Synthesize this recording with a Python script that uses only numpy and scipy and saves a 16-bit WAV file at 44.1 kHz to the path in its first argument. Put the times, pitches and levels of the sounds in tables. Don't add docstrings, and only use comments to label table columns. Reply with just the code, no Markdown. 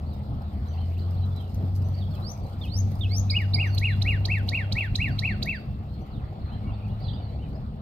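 import sys
import numpy as np
from scipy import signal
from scipy.fft import rfft, irfft, next_fast_len
from scipy.io import wavfile
from scipy.ndimage import uniform_filter1d

SR = 44100
rng = np.random.default_rng(int(sys.argv[2]) if len(sys.argv) > 2 else 0)


def nominal_scale(level):
    x = np.asarray(level, float) / 20
    return 10 ** x


def generate_wav(signal):
    frames = np.transpose(np.atleast_2d(signal))
    scaled = np.clip(frames, -1, 1) * 32767
    pcm = np.round(scaled).astype(np.int16)
    wavfile.write(sys.argv[1], SR, pcm)


N = 344421
FAST_N = next_fast_len(N, real=True)

# start_s, mark_hz, level_db
RISES = [
    (2.302, 5834, -44),
    (2.782, 6000, -39.5),
    (3.18, 6100, -36),
]
# start_s, mark_hz, level_db
HOOKS = [
    (2.612, 3666, -51),
    (3.008, 3717, -44),
]
# start_s, mark_hz, level_db
UNDERS = [(3.1, 2286, -53)]
# start_s, mark_hz, level_db
LEADS = [(3.368, 2906, -28.5), (3.613, 2840, -27)]
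# start_s, mark_hz, level_db
SNAPS = [(3.309, 5034, -28), (3.546, 4960, -27.5)]
# start_s, mark_hz, level_db
ARCHES = [(3.856, 2835, -26), (4.091, 2844, -26), (4.326, 2763, -26), (4.56, 2808, -25.5),
          (4.795, 2795, -25), (5.029, 2812, -25.5), (5.263, 2789, -25.5), (5.5, 2750, -27.5)]
# start_s, mark_hz, level_db
CHIPS = [(3.783, 4090, -33.5), (4.023, 3940, -34), (4.256, 3940, -33.5), (4.491, 4060, -33),
         (4.726, 4040, -33), (4.958, 4100, -30.5), (5.193, 3990, -33), (5.43, 4010, -32.5)]
# from_mark_s, pitch_share, level_db
RISE_SHAPE = [
    (-.09, .635, -27.5),
    (-.06, .725, -14),
    (-.03, .825, -5),
    (0, 1, 0),
    (.022, 1.08, -2.5),
    (.042, 1.11, -23),
]
# from_mark_s, pitch_share, level_db
HOOK_SHAPE = [(0, 0.96, 3), (.008, 0.99, -6.5), (.028, .88, -2), (.043, .725, -6), (.056, .68, -9.5),
              (.066, 0.77, -10)]
# from_mark_s, pitch_share, level_db
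UNDER_SHAPE = [(0, .9, -14), (.012, .93, -3), (.025, .97, -1), (.04, 1.05, -4), (.052, 1.08, -13)]
# from_mark_s, pitch_share, level_db
LEAD_SHAPE = [(-.074, .86, -29), (-.06, .83, -18.5), (-.046, .76, -21.5), (-.036, .73, -16),
              (-.028, .76, -11)]
# from_mark_s, pitch_share, level_db
SNAP_SHAPE = [(-.012, .74, -15), (-.006, .86, -10), (-.002, 0.99, -6), (.001, 0.97, 1), (.008, .97, -11),
              (.015, 0.82, -23), (.021, .8, -26)]
# from_mark_s, pitch_share, level_db
ARCH_SHAPE = [(-.048, 0.62, -35), (-.04, 0.67, -16), (-.02, .84, -8.5), (-.01, .935, -9.5),
              (-.002, 0.99, -2.5), (.01, 0.98, -8.5), (0.023, .84, -12), (.05, .667, -11.5),
              (.093, .485, -26)]
# from_mark_s, pitch_share, level_db
CHIP_SHAPE = [(-.013, .5, -21), (-.008, .68, -21.5), (-.004, 0.97, -10), (-.001, 1.012, 2.5),
              (.001, 1.15, -9.5), (.003, 1.3, -7.5), (.006, 1.5, -10.5), (.01, 1.53, -24.5)]
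RISE_OVERTONES_DB = [-19.5, -52.5, -47, -60, -60, -60]
ARCH_OVERTONES_DB = [-40, -35.5, -56, -42, -56, -48.5]
CHIP_OVERTONES_DB = [-21, -25, -44, -65, -61, -65]
# overtones_db, flutter_share, breath_db
RISE_VOICE = (RISE_OVERTONES_DB, .006, -38)
SLUR_VOICE = (ARCH_OVERTONES_DB, .0049, -39)
SNAP_VOICE = (CHIP_OVERTONES_DB, .015, -33)
CHIP_VOICE = (CHIP_OVERTONES_DB, .07, -19)
# freq_hz, gain_db
BEAK = [(3000, 18.5), (4400, 11.5), (5100, 4), (6000, -17), (8500, -5.5), (11500, 0.2), (15000, -4.5)]
ECHO_MS = [3.1, 2.75]
ECHO_DB = [-5, -1]
# freq_hz, left_db, right_db, left_lead_rad
PORTS = [(1656, -2.5, -2, .01), (2900, 8, 7.5, .1), (4100, 3.5, 10.5, 2.2), (4800, 1.5, 8.5, 2.2),
         (5650, 3, -5.5, 2.2), (6620, 3, -10, 3.2), (8400, 6.5, -12, 3.6), (11600, -3.5, 8, 4),
         (15000, 1.5, 1, 2.8)]
# level_db, first_s, t60_s
YARD = [
    (-11.5, .004, .08),
    (-12.5, .015, .3),
    (-26, .05, 1.1),
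]

# start_s,
# length_s, first_hz, last_hz, level_db
FAR = [(.058, .04, 4010, 4880, -63), (.1, 0.056, 4300, 3530, -64.5), (.662, .03, 4150, 3950, -62),
       (.705, .035, 3110, 3000, -62.5), (.728, .03, 4350, 4700, -62), (.735, .02, 3000, 2500, -62),
       (.768, 0.027, 2490, 3250, -56.5), (.792, 0.064, 3200, 2960, -59), (.775, .025, 4280, 4100, -62.5),
       (.805, .015, 4100, 4480, -61.5), (.905, 0.051, 2050, 3300, -61), (.965, .02, 2400, 3000, -59),
       (.983, 0.019, 3400, 5070, -56), (1.003, .012, 4910, 4060, -58.5), (1.012, .022, 3990, 4300, -56.5),
       (1.0, 0.084, 2900, 3300, -64), (1.12, .03, 2770, 2900, -63.5), (1.15, 0.048, 3100, 4700, -63),
       (1.212, .042, 4000, 3900, -60), (1.31, 0.035, 3550, 3400, -62.5), (1.35, .022, 3780, 4150, -59),
       (1.368, 0.019, 4070, 3880, -54.5), (1.378, .02, 3700, 3150, -63), (1.392, .025, 3150, 3150, -59.5),
       (1.42, .03, 2800, 3100, -64), (1.94, .02, 4300, 4800, -55.5), (1.96, 0.052, 4750, 4330, -58),
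       (2.0, .045, 4100, 2960, -58), (2.06, .025, 3300, 3330, -61.5), (2.105, 0.027, 4400, 4250, -59),
       (2.125, .04, 3700, 2900, -57.5), (2.16, .025, 2610, 2580, -58.5), (2.15, .03, 4250, 3880, -60),
       (2.42, .03, 4400, 4700, -66), (2.45, .03, 4280, 4000, -62.5), (2.62, .025, 4100, 4400, -59),
       (2.66, 0.037, 3400, 2800, -53), (2.675, 0.022, 3600, 3700, -55),
       (3.7, .02, 4200, 4700, -53), (3.721, 0.046, 4600, 4100, -50), (3.891, 0.047, 4200, 3930, -50),
          (3.915, .04, 3700, 3200, -53), (4.618, .04, 3253, 3300, -53.5), (4.788, .04, 3099, 3438, -53),
          (5.105, .03, 4400, 4800, -54), (5.265, 0.032, 4300, 4700, -57), (5.296, .04, 4000, 4600, -53),
          (5.547, .03, 4900, 4400, -53), (5.9, .07, 4200, 4330, -68.5), (6.108, 0.055, 4700, 3280, -63.5),
          (6.159, .052, 3800, 2300, -63), (6.395, 0.11, 4250, 4150, -64.5), (6.471, 0.13, 4150, 4050, -65),
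          (6.479, .04, 2300, 2900, -60), (6.515, 0.031, 2950, 3250, -57), (6.617, .09, 2200, 2300, -62),
          (6.672, 0.047, 2880, 2680, -54), (6.7, 0.053, 2900, 3820, -61), (6.729, .035, 4750, 4180, -62.5),
          (6.875, .05, 2600, 4300, -64), (6.884, 0.066, 2900, 2860, -63), (7.215, .04, 4550, 4350, -61),
          (7.242, .02, 4100, 4460, -59), (7.275, .03, 3900, 4050, -61), (7.38, .04, 2500, 3060, -63),
          (7.415, 0.066, 3050, 2200, -62.5), (7.42, .05, 3000, 3000, -62),
          (7.542, 0.029, 4400, 5400, -62.5)]
# start_s, length_s, first_hz, last_hz, level_db
TUMBLE = [(7, .02, 4320, 4800, -58), (7.018, .02, 3765, 5240, -53), (7.038, .012, 5000, 3900, -50),
          (7.048, .012, 4180, 4400, -49), (7.05, 0.051, 4050, 3980, -50), (7.074, .03, 3990, 3050, -48.5),
          (7.034, 0.04, 3450, 3330, -58), (7.064, .03, 2470, 3400, -58), (7.065, .04, 4580, 4500, -58),
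          (7.096, .03, 3090, 3700, -54), (7.125, .04, 4510, 4920, -57), (7.13, .03, 2800, 3780, -52.5),
          (7.153, .02, 3200, 2770, -57), (7.166, .02, 3750, 3600, -54.5), (7.179, .05, 2950, 3050, -62.5)]
# start_s, gap_s, low_hz, high_hz, level_db
TRILL = (6.7, .021, 2300, 2900, -63)
# level_db, first_s, t60_s
FAR_YARD = [
    (-6, .003, .07),
    (-5, .02, .33),
]

# start_s, peak_db, left_right_db
TICKS = [(0.14, -47, 4), (.6808, -53, 5), (.9009, -57, -10), (1.1523, -56, -0.5), (1.063, -57, 0),
         (1.257, -47.5, 1.5), (1.4108, -50.5, 7), (1.5454, -39, 6.5), (1.763, -42.5, 18.5),
         (1.774, -51.5, -7), (1.87, -47.5, -2.5), (1.8856, -44.5, -10), (2.147, -53, -0.5),
         (2.4668, -48, -6), (2.497, -49, 2), (2.6045, -54.5, 13), (2.6259, -52.5, -3), (2.6543, -40.5, -7),
         (2.9175, -37, -0.5), (2.949, -53, 3), (2.9944, -41.5, -5), (3.6698, -54.5, 2), (3.7487, -29, -4),
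         (3.795, -30, -1), (4.107, -41.5, 0), (4.477, -40.5, -5), (4.8494, -48.5, -2), (5.08, -52.5, -3),
         (5.458, -33.5, 4), (6.0147, -59, 0), (6.065, -57, -9), (6.8815, -54.5, -6), (6.9997, -57, 8.5),
         (7.4896, -53, 2.5)]
# freq_hz, width_hz, level_db
SHELL = [(4700, 900, -4), (6060, 570, -4), (12000, 1200, 4.5), (13400, 1500, -9)]
# start_s, freq_hz, level_db, t60_s
PINGS = [(.684, 6050, -58.5, 0.26), (.902, 6050, -66, .05), (1.845, 6030, -62, 0.47),
         (3.671, 6050, -52, 0.19), (6.016, 5980, -68, 0.13)]
# time_s, level_db
RUSTLE = [(0, -78), (.6, -78), (1.6, -75.5), (3.7, -73.5), (5.5, -79.5), (5.75, -82.5), (7.81, -85.5)]
# freq_hz, density_db
FIZZ = [(3000, -27.5), (5000, 2), (5700, -11), (6300, -12), (7000, -14.5), (10500, -15), (11400, -7.5),
        (14000, -10.5), (15700, -12.5), (16000, -29.5)]

# time_s, pitch_hz, level_db
ENGINE = [(0, 80.08, -31), (.57, 79.58, -35), (.78, 84.43, -24.5), (1.28, 92.38, -21), (1.48, 91.58, -34),
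          (1.65, 93.56, -22), (2.06, 93.9, -25.5), (2.2, 94.95, -36), (2.72, 96.96, -39),
          (2.78, 96.47, -19.5), (2.96, 96.7, -27), (3.04, 96.9, -21.5), (4.07, 98.38, -20.5),
          (5.0, 100.7, -29), (5.35, 100.1, -26), (5.46, 100.7, -45.5), (7.0, 104.1, -30),
          (7.81, 105.1, -45.5)]
# multiple, level_db under the drone
ORDERS_DB = [(1.5, -20.5), (2, -26)]
# multiple, level_db
HUM = [(1, -39), (2, -44.5), (3, -44.5), (5, -63), (6, -63.5), (7, -63)]

# time_s, level_db
TRAFFIC = [(0, -49.5), (1.0, -47.5), (1.7, -49), (4.3, -43.5), (5.4, -47.5), (5.9, -51), (7.0, -47),
           (7.81, -52.5)]
# freq_hz, density_db
AIR = [(12, -50.5), (20, -17), (56, 0.5), (93, -3), (221, -13.5), (300, -22.5), (432, -28), (755, -24),
       (918, -32.5), (1280, -33.5), (1610, -45), (4390, -48.5), (5800, -70), (11700, -74.5), (15900, -70)]
# freq_hz, likeness_0_to_1, left_lead_rad, left_right_db
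PAIR = [(60, 0.98, 0.15, 0.2), (290, 0.97, 0.46, 1), (820, 0.52, 0.98, 1), (2300, 0.29, 6.33, 2.5),
        (4400, 0.37, 8.9, -12), (6100, .3, 7.1, 6), (7900, 0.18, 9.5, 15.5), (11600, .3, 7.7, -4.5),
        (15000, .3, 5.8, -5)]


def singer():
    kinds = (
        (RISES, RISE_SHAPE, RISE_VOICE),
        (HOOKS, HOOK_SHAPE, SLUR_VOICE),
        (LEADS, LEAD_SHAPE + ARCH_SHAPE[2:], SLUR_VOICE),
        (UNDERS, UNDER_SHAPE, SLUR_VOICE),
        (SNAPS, SNAP_SHAPE, SNAP_VOICE),
        (ARCHES, ARCH_SHAPE, SLUR_VOICE),
        (CHIPS, CHIP_SHAPE, CHIP_VOICE),
    )
    song = np.zeros(N)
    for marks, shape, voice in kinds:
        for start_s, mark_hz, level_db in marks:
            contour = np.array(shape) * [1, mark_hz, 1] + [start_s, 0, level_db]
            add(song, *whistle(contour, *voice))
    return filtered(filtered(song, ground) + tail(song, YARD), ports)


def whistle(contour, overtones_db, flutter_share, breath_db):
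    s, hz, db = np.transpose(sorted(map(tuple, contour)))
    t = np.arange(s[0], s[-1], 1 / SR)
    hz, db = (uniform_filter1d(np.interp(t, s, c), size=len(t) // 24, mode="nearest") for c in (hz, db))
    flutter = evened(uniform_filter1d(rng.standard_normal(SR // 4), size=30))[:len(t)]
    phase = 2 * np.pi * np.cumsum(hz * (1 + flutter_share * flutter)) / SR
    breath = signal.lfilter([1, -1], [1, -1.1, .55], rng.standard_normal(SR // 4))[:len(t)]
    tone = np.sin(phase) + nominal_scale(breath_db) * breath
    for k, overtone_db in enumerate(overtones_db, start=2):
        gain = nominal_scale(overtone_db + read(BEAK, k * hz)[0])
        tone += gain * np.sin(k * phase) * (k * hz < SR / 2)
    return s[0], np.sqrt(2) * nominal_scale(db) * tone * signal.windows.tukey(len(t), .1)


def ground(hz):
    return 1 + nominal_scale(np.c_[ECHO_DB]) * np.exp(-2j * np.pi * hz * np.c_[ECHO_MS] * 1e-3)


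def ports(hz):
    left_db, right_db, lead_rad = read(PORTS, hz)
    return np.array([nominal_scale(left_db) + 0j, nominal_scale(right_db) * np.exp(-1j * lead_rad)])


def far_birds():
    dry_db, warble_share, throb_db = 1, .011, 2.5
    chatter_count, chatter_db = 110, -70
    low = [0, .02, 2400, 2400, chatter_db - 8]
    high = [N / SR - .1, .07, 4900, 4900, chatter_db - 4]
    chatter = rng.uniform(low, high, (chatter_count, 5))
    calls, warble, throb = np.zeros(N), drift(160), drift(70)
    for start_s, length_s, first_hz, last_hz, level_db in [*far_notes(), *chatter]:
        u = np.linspace(0, 1, round(length_s * SR))
        glide_hz = first_hz + (last_hz - first_hz) * u
        hz = glide_hz * (1 + warble_share * warble[round(start_s * SR):][:len(u)])
        note = np.sin(2 * np.pi * np.cumsum(hz) / SR) * np.sin(np.pi * u) ** 0.52
        add(calls, start_s, nominal_scale(level_db) * note)
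    calls = calls * nominal_scale(throb_db * throb)
    heard = nominal_scale(dry_db) * calls + tail(calls, FAR_YARD)
    return filtered(heard, lambda hz: nominal_scale(np.c_[[.5, -.5]] * read(PAIR, hz)[-1]))


def far_notes():
    start_s, gap_s, low_hz, high_hz, level_db = TRILL
    run = []
    for k in range(8):
        first_hz, last_hz = [low_hz, high_hz][::(-1) ** k]
        run.append((start_s + k * gap_s, 1.6 * gap_s, first_hz, last_hz, level_db))
    scatter = .04 * np.array([0.0029, 1.8, 1.1, 1.03, 0.65])
    run = np.array(run) * (1 + scatter * rng.standard_normal((len(run), 5)))
    return FAR + TUMBLE + list(run)


def ticks():
    out, t = np.zeros((2, N)), np.arange(3000) / SR
    ring_t = t[:300]
    modes = sum(nominal_scale(db - 60 * ring_t * width_hz / 3.1) * np.sin(2 * np.pi * hz * ring_t)
                for hz, width_hz, db in SHELL)
    decay = nominal_scale(-60 * t / .003) + nominal_scale(-10 - 60 * t / 0.06)
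    for start_s, peak_db, pan_db in TICKS:
        a, b = rng.standard_normal((2, len(t)))
        burst = np.array([a, 0.84 * b - 0.53 * a])
        tick = signal.fftconvolve(burst * decay, modes[None], axes=1)
        add(out, start_s, nominal_scale(peak_db) * tick / abs(tick).max() * nominal_scale([[pan_db / 2], [-pan_db / 2]]))
    return out


def metal_pings():
    out, t = np.zeros((2, N)), np.arange(SR // 4) / SR
    for start_s, hz, level_db, t60_s in PINGS:
        ping = nominal_scale(level_db - 60 * t / t60_s) * np.sin(2 * np.pi * hz * t)
        add(out, start_s, ping * nominal_scale([[3], [-6]]))
    return out


def rustle():
    snaps_per_s, snap_decay_s, stir_db, stir_s = 25, .003, 4.5, 0.015
    t = np.arange(N) / SR
    snaps = (rng.random(N) < snaps_per_s / SR) * nominal_scale(6.4 * np.minimum(rng.exponential(1, N), 3))
    crackle = 1 + .4 * signal.lfilter([1], [1, -np.exp(-1 / (snap_decay_s * SR))], snaps)
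    s, db = np.transpose(RUSTLE)
    level_db = np.interp(t, s, db) + 7.5 + 2.2 * drift(25)
    for tick_s, *_ in TICKS:
        level_db += stir_db * np.exp(-((t - tick_s) / stir_s) ** 2)
    return nominal_scale(level_db) * crackle * noise(FIZZ, patchy_db=2)


def engine():
    steady_db, gust_share = -29, 0.59
    t = np.arange(N) / SR
    s, hz, db = np.transpose(ENGINE)
    phase = 2 * np.pi * np.cumsum(np.interp(t, s, hz)) / SR
    orders = sum(nominal_scale(o_db + 3.55 * drift(3.4)) * np.sin(k * phase) for k, o_db in ORDERS_DB)
    level_db = np.interp(t, s, db)
    gust = np.clip(drift(4.5), -2, 1)
    level_db = level_db + gust_share * np.maximum(steady_db - level_db, 0) * gust
    return left_first(nominal_scale(level_db) * (np.sin(phase) + orders))


def machine_hum():
    base_hz = 68.58
    t, hum = np.arange(N) / SR, np.zeros(N)
    for k, level_db in HUM:
        hum += nominal_scale(level_db + 2.2 * drift(1.6)) * np.sin(2 * np.pi * (k * base_hz * t + rng.random()))
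    return left_first(hum)


def left_first(x):
    x = np.sqrt(2) * x
    return np.array([x * nominal_scale(-2.5), np.roll(x, shift=14) * nominal_scale(-3.5)])


def traffic():
    air_db = -29.5
    s, db = np.transpose(TRAFFIC)
    swell_db = np.interp(np.arange(N) / SR, s, db - np.mean(db)) * 0.54 + 0.43 * drift(1.7)
    return nominal_scale(air_db - 3 + swell_db) * noise(AIR, patchy_db=2.5)


def noise(shape_db, patchy_db):
    hz = np.fft.rfftfreq(1024, 1 / SR)
    a, b, c, d, patches = rng.standard_normal((N // 256 + 5, 513, 5)).T
    patches = evened(uniform_filter1d(uniform_filter1d(patches, 14, 0), 12, 1))
    same, lead_rad, pan_db = (v[:, None] for v in read(PAIR, hz))
    same = np.clip(same, 0, 1)
    left = a + 1j * b
    right = same * left * np.exp(-1j * lead_rad) + np.sqrt(1 - same ** 2) * (c + 1j * d)
    z = np.array([left * nominal_scale(pan_db / 2), right * nominal_scale(-pan_db / 2)])
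    z *= nominal_scale(read(shape_db, hz)[0][:, None] + patchy_db * patches)
    return evened(signal.istft(z, nperseg=1024, noverlap=768)[1][:, :N])


def tail(x, rooms):
    t, taps = np.arange(SR) / SR, np.zeros((2, SR))
    for level_db, first_s, t60_s in rooms:
        hits = rng.standard_normal((2, SR)) * (rng.random((2, SR)) < .04)
        part = hits * nominal_scale(-60 * t / t60_s) * (t > first_s)
        taps += nominal_scale(level_db) * part / np.linalg.norm(part[0])
    return signal.fftconvolve(x[None], taps, axes=1)[:, :N]


def drift(rate_hz):
    step_hz = 400
    steps = rng.standard_normal(int(N / SR * step_hz) + 2)
    z = rfft(steps) / (1 + (np.fft.rfftfreq(len(steps), 1 / step_hz) / rate_hz) ** 4)
    slow = irfft(z, len(steps))
    return evened(np.interp(np.arange(N) / SR * step_hz, np.arange(len(steps)), slow))


def filtered(x, gain):
    return irfft(rfft(x, FAST_N) * gain(np.fft.rfftfreq(FAST_N, 1 / SR)), FAST_N)[..., :N]


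def read(points, hz):
    f, *columns = np.transpose(points)
    return [np.interp(np.log(hz + 1), np.log(f + 1), c) for c in columns]


def evened(x):
    return x / np.sqrt(np.mean(x ** 2) + 1e-20)


def add(mix, start_s, sound):
    part = mix[..., round(start_s * SR):][..., :sound.shape[-1]]
    part += sound[..., :part.shape[-1]]


def scene():
    handling = ticks() + metal_pings() + rustle()
    motors = engine() + machine_hum()
    return singer() + far_birds() + handling + motors + traffic()


def top_cut(x):
    return signal.sosfilt(signal.butter(12, 15800, fs=SR, output="sos"), x)


def record(dry):
    bass_cut = signal.butter(3, 38, "highpass", fs=SR, output="sos")
    mix = signal.sosfilt(bass_cut, dry)
    mix = filtered(mix, lambda hz: hz < 15800)
    return top_cut(mix)


dry = scene()
out = record(dry)
generate_wav(out)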